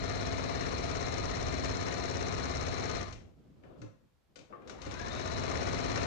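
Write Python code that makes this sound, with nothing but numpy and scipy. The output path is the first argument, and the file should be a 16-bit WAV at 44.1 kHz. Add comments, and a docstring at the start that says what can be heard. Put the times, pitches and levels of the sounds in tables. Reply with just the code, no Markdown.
"""An electric sewing machine stitches at full speed through layered fabric, stops, and runs up again.
Every shaft turn repeats the same frame shake, linkage taps, gear ring and thread ticks over the whine
of the toothed drive and the rumble of the table. In the pause hands turn the cloth and the presser foot
comes down, ringing. Scattered knocks thump the table; a small room answers."""
import sys
import numpy as np
from scipy import signal
from scipy.fft import rfft, irfft, next_fast_len
from scipy.io import wavfile
from scipy.ndimage import uniform_filter1d, map_coordinates

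SR = 44100
rng = np.random.default_rng(int(sys.argv[2]) if len(sys.argv) > 2 else 0)


def wav_record(signal):
    """Record a signal, one row per channel, as 16-bit PCM in the file named by sys.argv[1]."""
    frames = np.transpose(np.atleast_2d(signal))
    bounded = np.clip(frames, -1, 1)
    # unit amplitude maps onto the largest positive 16-bit level
    quanta = np.round(bounded * 32767).astype(np.int16)
    wavfile.write(sys.argv[1], SR, quanta)


N = 267246
TIME_S = np.arange(N) / SR
TOP_STITCH_HZ = 17.4986  # one stitch per shaft turn


def amp(db):
    """Decibels to gain."""
    return 10 ** (np.asarray(db) / 20)


def unit(x):
    """Scale the channel mean to rms 1."""
    return x / np.sqrt(np.mean(np.atleast_2d(x).mean(0) ** 2) + 1e-20)


def along(points, hz):
    """Interpolate (frequency [Hz], value) points on a log axis."""
    point_hz, values = np.transpose(points)
    return np.interp(np.log(hz + 1), np.log(point_hz + 1), values)


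def wobble(rate_hz):
    """Smooth random curve with knots at rate_hz."""
    knots = rng.standard_normal(int(N * rate_hz / SR) + 4)
    coarse = np.arange(0, N + 64, 64)
    return np.interp(np.arange(N), coarse, map_coordinates(knots, [coarse * rate_hz / SR]))


def filtered(x, response):
    """Apply a complex frequency response."""
    size = next_fast_len(N + SR // 2, True)
    return irfft(rfft(x, size) * response(np.fft.rfftfreq(size, 1 / SR)), size)[..., :N]


def coloured(x, points, size=4096):
    """Minimum-phase filter through (frequency [Hz], gain [dB]) points."""
    cepstrum = irfft(np.log(amp(along(points, np.fft.rfftfreq(size, 1 / SR)))))
    cepstrum[1:size // 2] *= 2
    cepstrum[size // 2 + 1:] = 0
    return signal.fftconvolve(x, irfft(np.exp(rfft(cepstrum))))[:N]


def diffuse_noise(spectrum, correlation, left_db):
    """Stereo noise with a channel mean of rms 1."""
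    mid, side = filtered(rng.standard_normal((2, N)), lambda hz: amp(along(spectrum, hz)))
    side = side * np.tan(np.arccos(np.clip(correlation, -.9, .9)) / 2)
    return unit(np.array([(mid + side) * amp(left_db), mid - side]))


# Room decay: (frequency [Hz], t60 [s])
ROOM_T60 = [(100, 0.15), (500, 0.45), (2000, 0.47), (6000, 0.38), (12000, 0.45)]
# Shading of the right side: (frequency [Hz], left minus right [dB])
BALANCE = [(60, 17), (100, -2), (170, 8.5), (300, 8), (510, 4), (860, 4.5), (1470, 11), (2500, 11.5),
           (4270, 14.5), (7270, 12)]
def in_room(x, wet_db, left_lag_s=.00047):
    """Direct sound reaches the shaded right side first; walls and table add a tail."""
    def shading(hz):
        balance_db = along(BALANCE, hz)
        return 2 * amp(np.outer([.5, -.5], balance_db)) / np.sqrt(amp(balance_db) + amp(-balance_db))

    hz, t, noise = signal.stft(rng.standard_normal((2, SR // 2)), SR, nperseg=256)
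    response = signal.istft(noise * amp(-60 * t / along(ROOM_T60, hz)[:, None]), SR, nperseg=256)[1]
    response *= amp([[wet_db], [wet_db + 15.5]]) / np.linalg.norm(response[0])
    response[0, round(left_lag_s * SR)] += 1
    response[1, 0] += 1
    response /= np.linalg.norm(response, axis=1, keepdims=True)
    return filtered(signal.fftconvolve(x[None], response, axes=1)[:, :N], shading)


# Still-room spectrum: (frequency [Hz], relative level [dB])
ROOM_SPECTRUM = [(15, -52), (25, -2), (64, 2), (333, -12.5), (424, -11), (685, -14), (2960, -24.5),
                 (3420, -24.5), (4140, -25), (7720, -32), (10000, -35.5), (14000, -33), (17000, -120)]
def room_tone(level_db=-76):
    """Faint, steady noise of the room."""
    return amp(level_db) * diffuse_noise(ROOM_SPECTRUM, correlation=.16, left_db=-.5)


# Hand strokes: (start [s], length [s], drag [dB], swish [dB])
HAND_STROKES = [(3.076, 0.21, -59, -66), (3.354, 0.35, -62, -74), (3.616, 0.14, -65, -59),
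                (3.768, 0.051, -53.5, -65.5), (3.93, 0.11, -71.5, -95), (4.277, .04, -73, -80),
                (4.356, 0.056, -65.5, -65), (4.487, 0.16, -64, -58), (4.64, 0.13, -56, -53.5)]
# Cloth friction spectra: (frequency [Hz], relative level [dB])
DRAG_SPECTRUM = [(25, -20), (50, -6), (150, -3.5), (280, -8), (480, -22), (800, -31), (1600, -39),
                 (3000, -40.5), (7500, -49), (11000, -74)]
SWISH_SPECTRUM = [(120, -16), (270, 3), (520, 1.5), (720, -3.5), (950, -14.5), (1250, -11), (2000, -29),
                  (3500, -28), (7000, -51), (11000, -51)]
def fabric(attack_s=.024, release_db_per_s=122, uneven_db=1):
    """Under each hand stroke the cloth drags dully over the table and swishes as it slides."""
    drag = swish = 0
    for start_s, length_s, drag_db, swish_db in HAND_STROKES:
        release = amp(-release_db_per_s * np.maximum(TIME_S - start_s - length_s, 0))
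        stroke = np.clip((TIME_S - start_s) / attack_s, 0, 1) * release
        drag = np.hypot(drag, amp(drag_db) * stroke)
        swish = np.hypot(swish, amp(swish_db) * stroke)
    uneven = amp(uneven_db * wobble(35))
    drag = drag * diffuse_noise(DRAG_SPECTRUM, correlation=.2, left_db=-.5)
    swish = swish * diffuse_noise(SWISH_SPECTRUM, correlation=0, left_db=6)
    return uneven * (drag + swish)


# Presser arm modes: (frequency [Hz], relative level [dB], t60 [s])
ARM_MODES = [(845, 1, 0.12), (1080, 3.5, 0.13), (1166, 12.5, 0.095), (1240, 8, 0.11), (1502, -16, .15)]
def presser_foot(start_s=4.524, attack_s=.005, gain_db=-51.5):
    """The foot comes down on the seam and its arm rings."""
    t = np.maximum(TIME_S - start_s, 0)
    flutter_rad = .5 * wobble(120)
    ring = sum(amp(db - 60 * t / t60_s) * np.sin(2 * np.pi * hz * t + flutter_rad)
               for hz, db, t60_s in ARM_MODES)
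    return amp(gain_db) * in_room(ring * (1 - np.exp(-t / attack_s)), wet_db=-7)


# Presser foot, needle bar, table bumps: (time [s], thump gain [dB], clack gain [dB], click gain [dB])
KNOCK_EVENTS = [(0.635, -34, -38, -54), (1.644, -39, -35, -38.5), (1.874, -42, -34, -53),
                (3.124, -47, -51, -46.5), (3.634, -50, -56, -75), (3.816, -39.5, -48, -55.5),
                (3.832, -38, -69, -72), (4.004, -75, -79, -95), (4.357, -54, -52, -50),
                (4.389, -48, -55, -56), (4.523, -57, -51.5, -85), (4.535, -62, -54, -85),
                (4.618, -59, -56, -78), (4.674, -64, -50, -51), (4.695, -61, -43.5, -46.5),
                (4.816, -54, -57, -45.5), (4.862, -34.5, -42, -49), (4.91, -49, -49, -45),
                (5.16, -40.5, -39, -47), (5.956, -38, -29, -41), (5.973, -45, -32.5, -50)]
# Table modes: (frequency [Hz], relative level [dB], t60 [s])
TABLE_MODES = [(105, 1.5, 0.18), (133, -8.5, 0.14), (206, -8, 0.072), (295.3, 0, 0.092), (395, -7.5, 0.076),
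               (523, -7, 0.1)]
# Casing clack and steel click spectra: (frequency [Hz], relative level [dB])
CLACK_SPECTRUM = [(250, -32), (530, 2.5), (700, -7), (820, -10), (970, -4.5), (1150, -1.5), (1350, -5),
                  (2000, -9), (2700, -11.5), (3600, -34), (7000, -65)]
CLICK_SPECTRUM = [(1500, -9), (2600, -2.5), (3200, -5), (4000, -2.5), (4800, -6.5), (5400, -4), (6300, -4),
                  (8000, -16), (10000, -31), (11500, -36), (13500, -61)]
def knocks(firm_db=-43, rattle_t60_s=.071):
    """Each contact thumps the table and rattles the casing and the steel."""
    t = np.arange(SR // 2) / SR
    blows = np.zeros((3, N + SR))
    for start_s, thump_db, clack_db, click_db in KNOCK_EVENTS:
        tilt_db_per_oct = .64 * min(thump_db - firm_db, 0)  # a light touch barely moves the low modes
        thump = 0
        for hz, db, t60_s in TABLE_MODES:
            mode_db = db + tilt_db_per_oct * np.log2(300 / hz) + rng.normal(0, 1)
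            thump += amp(mode_db - 60 * t / t60_s) * np.sin(2 * np.pi * hz * t)
        thump *= 1 - np.exp(-t / .0051)
        rattle = rng.standard_normal((2, len(t))) * amp(-60 * t / rattle_t60_s)
        rattle *= 1 - np.exp(-t / .00045)
        blow = amp([[thump_db], [clack_db], [click_db]]) * np.vstack([thump, rattle])
        at = round(start_s * SR)
        blows[:, at:at + len(t)] += blow
    thumps, clacks, clicks = blows[:, :N]
    rattles = 0
    for bursts, spectrum in (clacks, CLACK_SPECTRUM), (clicks, CLICK_SPECTRUM):
        gains = amp(along(spectrum, np.linspace(0, SR / 2, SR // 2)))
        rattles += coloured(bursts, spectrum) / np.sqrt(np.mean(gains ** 2))
    return in_room(rattles, wet_db=-.5) + in_room(thumps, wet_db=-5)


# Shaking table spectrum: (frequency [Hz], relative level [dB])
RUMBLE_SPECTRUM = [(12, -43), (20, -12), (48, 4.5), (91, 4), (150, -5), (200, -15), (330, -120)]
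def table_rumble(pace, lag_s=.11, level_db=-44.5, waver_db=1.9):
    """The table shakes unevenly and lags behind the shaft as it stops and starts."""
    pole = np.exp(-1 / (lag_s * SR))
    sway = signal.lfilter([1 - pole], [1, -pole], pace, zi=[pole * pace[0]])[0]
    envelope = amp(level_db + waver_db * wobble(4.3)) * sway ** 1.3
    return envelope * diffuse_noise(RUMBLE_SPECTRUM, correlation=.4, left_db=-3.5)


# Whine radiated by the casing: (frequency [Hz], gain [dB])
WHINE_RADIATION = [(600, -79), (950, -49), (1300, -75), (1500, -57), (1650, -45), (1780, -53), (1900, -63),
                   (2100, -65), (3200, -70), (3750, -53), (4200, -58)]
def drive_whine(turns, pace, teeth_per_turn=120):
    """The motor's toothed drive sounds a fluttering tone that rises with speed; its octave joins late."""
    mesh_hz = teeth_per_turn * TOP_STITCH_HZ * pace
    phase = 2 * np.pi * teeth_per_turn * turns + .8 * wobble(130)
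    tone = amp(along(WHINE_RADIATION, mesh_hz) + 2.5 * wobble(60)) * np.sin(phase)
    octave = amp(along(WHINE_RADIATION, 2 * mesh_hz) + 4.3 * wobble(60)) * np.sin(2 * phase)
    coasting = np.gradient(pace) * SR < -1  # motor off during run-down
    powered = uniform_filter1d((pace > 0) * (1. - coasting), size=SR // 30)
    return in_room((tone + octave * pace ** 4) * powered, wet_db=-3)


def contacts(turns, angles, sizes, jitter_s, scatter_db):
    """Impulses as the shaft passes the given angles [turns], scattered in time and strength."""
    passes = np.arange(int(turns[-1]) + 1)[:, None] + angles
    at = np.interp(passes, turns, np.arange(N), left=-N, right=2 * N)
    at += jitter_s * SR * rng.standard_normal(at.shape)
    strength = sizes * amp(scatter_db * rng.standard_normal(at.shape))
    inside = (at >= 0) & (at < N)
    return np.bincount(at[inside].astype(int), strength[inside], N)


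# Load over one stitch: (angle [turns], linkage gain [dB], thread gain [dB])
STITCH_LOAD = [(0, 5, -23), (.12, 0, 17), (.28, -4, -25), (.38, 5, -5), (.48, -1.5, 10.5), (.55, 0.5, 11),
               (0.681, 8, 18), (.78, 2, 16), (.86, 2.5, 3.5), (.93, 4, -11)]
def load(angle):
    """Linkage and thread gains at a shaft angle [turns]."""
    angles, *columns_db = np.transpose(STITCH_LOAD)
    return [amp(np.interp(angle, angles, db, period=1)) for db in columns_db]


# Thread tick colour: (frequency [Hz], gain [dB])
THREAD_RESPONSE = [(2500, -45), (4700, -12), (5350, 8), (5900, 0), (6450, 0.5), (7400, -11), (9000, -24.5),
                   (10400, -27.5), (11500, -31.5), (13000, -58)]
def thread(turns, slips_per_turn=90, snap_angle=.935, snap_t60_s=.016, slack_db=-10, slack_until_s=.88):
    """Thread rasps through the cloth in tiny slips and snaps off the hook, softly while slack."""
    angles = np.arange(slips_per_turn) / slips_per_turn
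    _, rasp = load(angles)
    sizes = rasp / np.linalg.norm(rasp) * rng.choice([-1, 1], slips_per_turn)
    slips = contacts(turns, angles, sizes, jitter_s=.0004, scatter_db=3)
    snaps = contacts(turns, np.array([snap_angle]), amp(-1.5), jitter_s=.0003, scatter_db=1.5)
    snaps *= amp(slack_db * (TIME_S < slack_until_s))
    t = np.arange(SR // 50) / SR
    chatter = rng.standard_normal(len(t)) * amp(-60 * t / snap_t60_s)
    snaps = signal.fftconvolve(snaps, chatter / np.linalg.norm(chatter))[:N]
    return unit(in_room(coloured(slips + snaps, THREAD_RESPONSE), wet_db=-9.5))


# Metal part modes: (frequency [Hz], bandwidth [Hz], gain [dB])
METAL_MODES = [(1285, 117, 1), (2370, 200, -2.5), (4034, 570, 1.5), (4230, 160, -23)]
def gears(turns, teeth_per_turn=48, play=.87):
    """Meshing, grinding teeth keep the metal parts ringing inside the housing."""
    def metal(hz):
        return sum(amp(db) * 1j * hz * width_hz / (mode_hz ** 2 - hz ** 2 + 1j * hz * width_hz)
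                   for mode_hz, width_hz, db in METAL_MODES)

    angles = np.arange(teeth_per_turn) / teeth_per_turn
    teeth = contacts(turns, angles, rng.standard_normal(teeth_per_turn), jitter_s=.0002, scatter_db=1.5)
    grind = play * rng.standard_normal(N) * (np.gradient(turns) > 0)
    muffled = coloured(unit(teeth) + grind, [(4400, -4), (5000, -29), (7500, -10), (12000, -60)])
    return unit(in_room(filtered(muffled, metal), wet_db=-11))


# Casing colour: (frequency [Hz], gain [dB])
CASING_RESPONSE = [(70, -37.5), (130, -10.5), (260, -3.5), (330, -6), (430, -3), (700, 3), (880, -6.5),
                   (1080, -3.5), (1350, -6.5), (2200, -10), (3100, -16.5), (4700, -20), (6500, -20.5),
                   (7800, -31.5), (10000, -42), (12500, -92)]
def linkage(turns, pace, taps_per_turn=70, play=.87):
    """Cams and joints tap at the same angles each turn; loose play adds chance rattles between them."""
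    angles = (np.arange(taps_per_turn) + rng.random(taps_per_turn)) / taps_per_turn
    sizes = load(angles)[0] * rng.choice([-1, 1], taps_per_turn)
    taps = contacts(turns, angles, sizes, jitter_s=.0003, scatter_db=3)
    taps = coloured(unit(taps), [(300, -12), (650, -13.5), (850, -1.5)])  # light parts, little bass
    rattle = unit(rng.standard_normal(N) * load(turns)[0] * (pace > 0))
    rattle = coloured(rattle, [(250, 2), (600, -4), (900, -1)])
    return unit(in_room(coloured(taps + play * rattle, CASING_RESPONSE), wet_db=-3.5))


# Frame harmonics: (order [x stitch rate], relative level [dB])
FRAME_HARMONICS = [(1, -28), (2, -10), (3, -5), (4, -3), (5, -3), (6, 0), (7, -9), (8, -5), (9, -11),
                   (10, -6), (11, -8), (12, -14), (13, -14), (14, -11), (15, -3), (16, -11), (17, -9),
                   (18, -11), (19, -21), (20, -10), (21, -10), (22, -14), (23, -8), (24, -7), (25, -11),
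                   (26, -11), (27, -9), (28, -11), (29, -15), (30, -13), (31, -12), (32, -11), (33, -20),
                   (34, -21), (35, -21), (36, -10), (37, -17), (38, -12), (39, -9), (40, -13), (41, -14),
                   (42, -14)]
# Stereo likeness of the frame tones: (frequency [Hz], left-right correlation [-1..1])
FRAME_CORRELATION = [(60, 0.31), (120, -0.14), (240, -0.51), (470, -0.28), (930, -0.29), (1850, 0.09),
                     (3660, 0.21), (7270, 0.21)]
def frame_shake(turns, blow_angle=.77, spread_rad=1.52):
    """The needle's blow shakes the frame at stitch-rate harmonics, each with its own stereo phase."""
    shake = np.zeros((2, N))
    for order, db in FRAME_HARMONICS:
        top_hz = order * TOP_STITCH_HZ
        right_rad = rng.choice([-1, 1]) * np.arccos(np.clip(along(FRAME_CORRELATION, top_hz), -1, 1))
        right = amp(-along(BALANCE, top_hz)) * np.exp(1j * right_rad)
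        sides = np.array([[1], [right]]) * 2 / abs(1 + right)
        drift_rad, waver_db = .3 * wobble(12), 2 * wobble(9)
        phase = 2 * np.pi * order * (turns - blow_angle) + spread_rad * rng.standard_normal()
        shake += amp(db + waver_db) * abs(sides) * np.cos(phase + drift_rad + np.angle(sides))
    bass_cut = [(40, -29), (70, .5), (100, -.5), (200, -1), (450, 0), (720, 0)]
    return unit(filtered(shake, lambda hz: amp(along(bass_cut, hz))))


# Pedal presses: (down [s], up [s])
PEDAL_PRESSES = [(-3, 2.99), (4.655, 7)]
def shaft_pace(run_up_tau_s=.226, brake_s=.2845):
    """Share of top speed: eases up while the pedal is down, brakes linearly after."""
    pace = 0
    for down_s, up_s in PEDAL_PRESSES:
        run_up = 1 - np.exp(-np.maximum(TIME_S - down_s, 0) / run_up_tau_s)
        pace += run_up * np.clip(1 - (TIME_S - up_s) / brake_s, 0, 1)
    return pace


def machine(first_angle=.98, seam_s=5.29, seam_rise_s=.19, seam_db=2):
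    """One shaft moves all parts, louder with speed; frame and linkage work harder on the thick seam."""
    pace = shaft_pace()
    turns = first_angle + np.cumsum(TOP_STITCH_HZ * pace) / SR
    effort = amp(seam_db * np.clip((TIME_S - seam_s) / seam_rise_s, 0, 1))
    rumble = table_rumble(pace)
    shake = amp(-42.5) * pace ** 3.3 * frame_shake(turns)
    taps = amp(-44.5) * pace ** 1.97 * linkage(turns, pace)
    ring = amp(-52) * pace ** 2.9 * gears(turns)
    ticks = amp(-55) * pace ** 3 * thread(turns)
    return rumble + effort * (shake + taps) + ring + ticks + drive_whine(turns, pace)


def scene():
    """Machine, handling and the still room."""
    return machine() + knocks() + presser_foot() + fabric() + room_tone()


def record(dry, cutoff_hz=14400):
    """Brick-wall low-pass."""
    return filtered(dry, lambda hz: hz < cutoff_hz)


dry = scene()
out = record(dry)
wav_record(out)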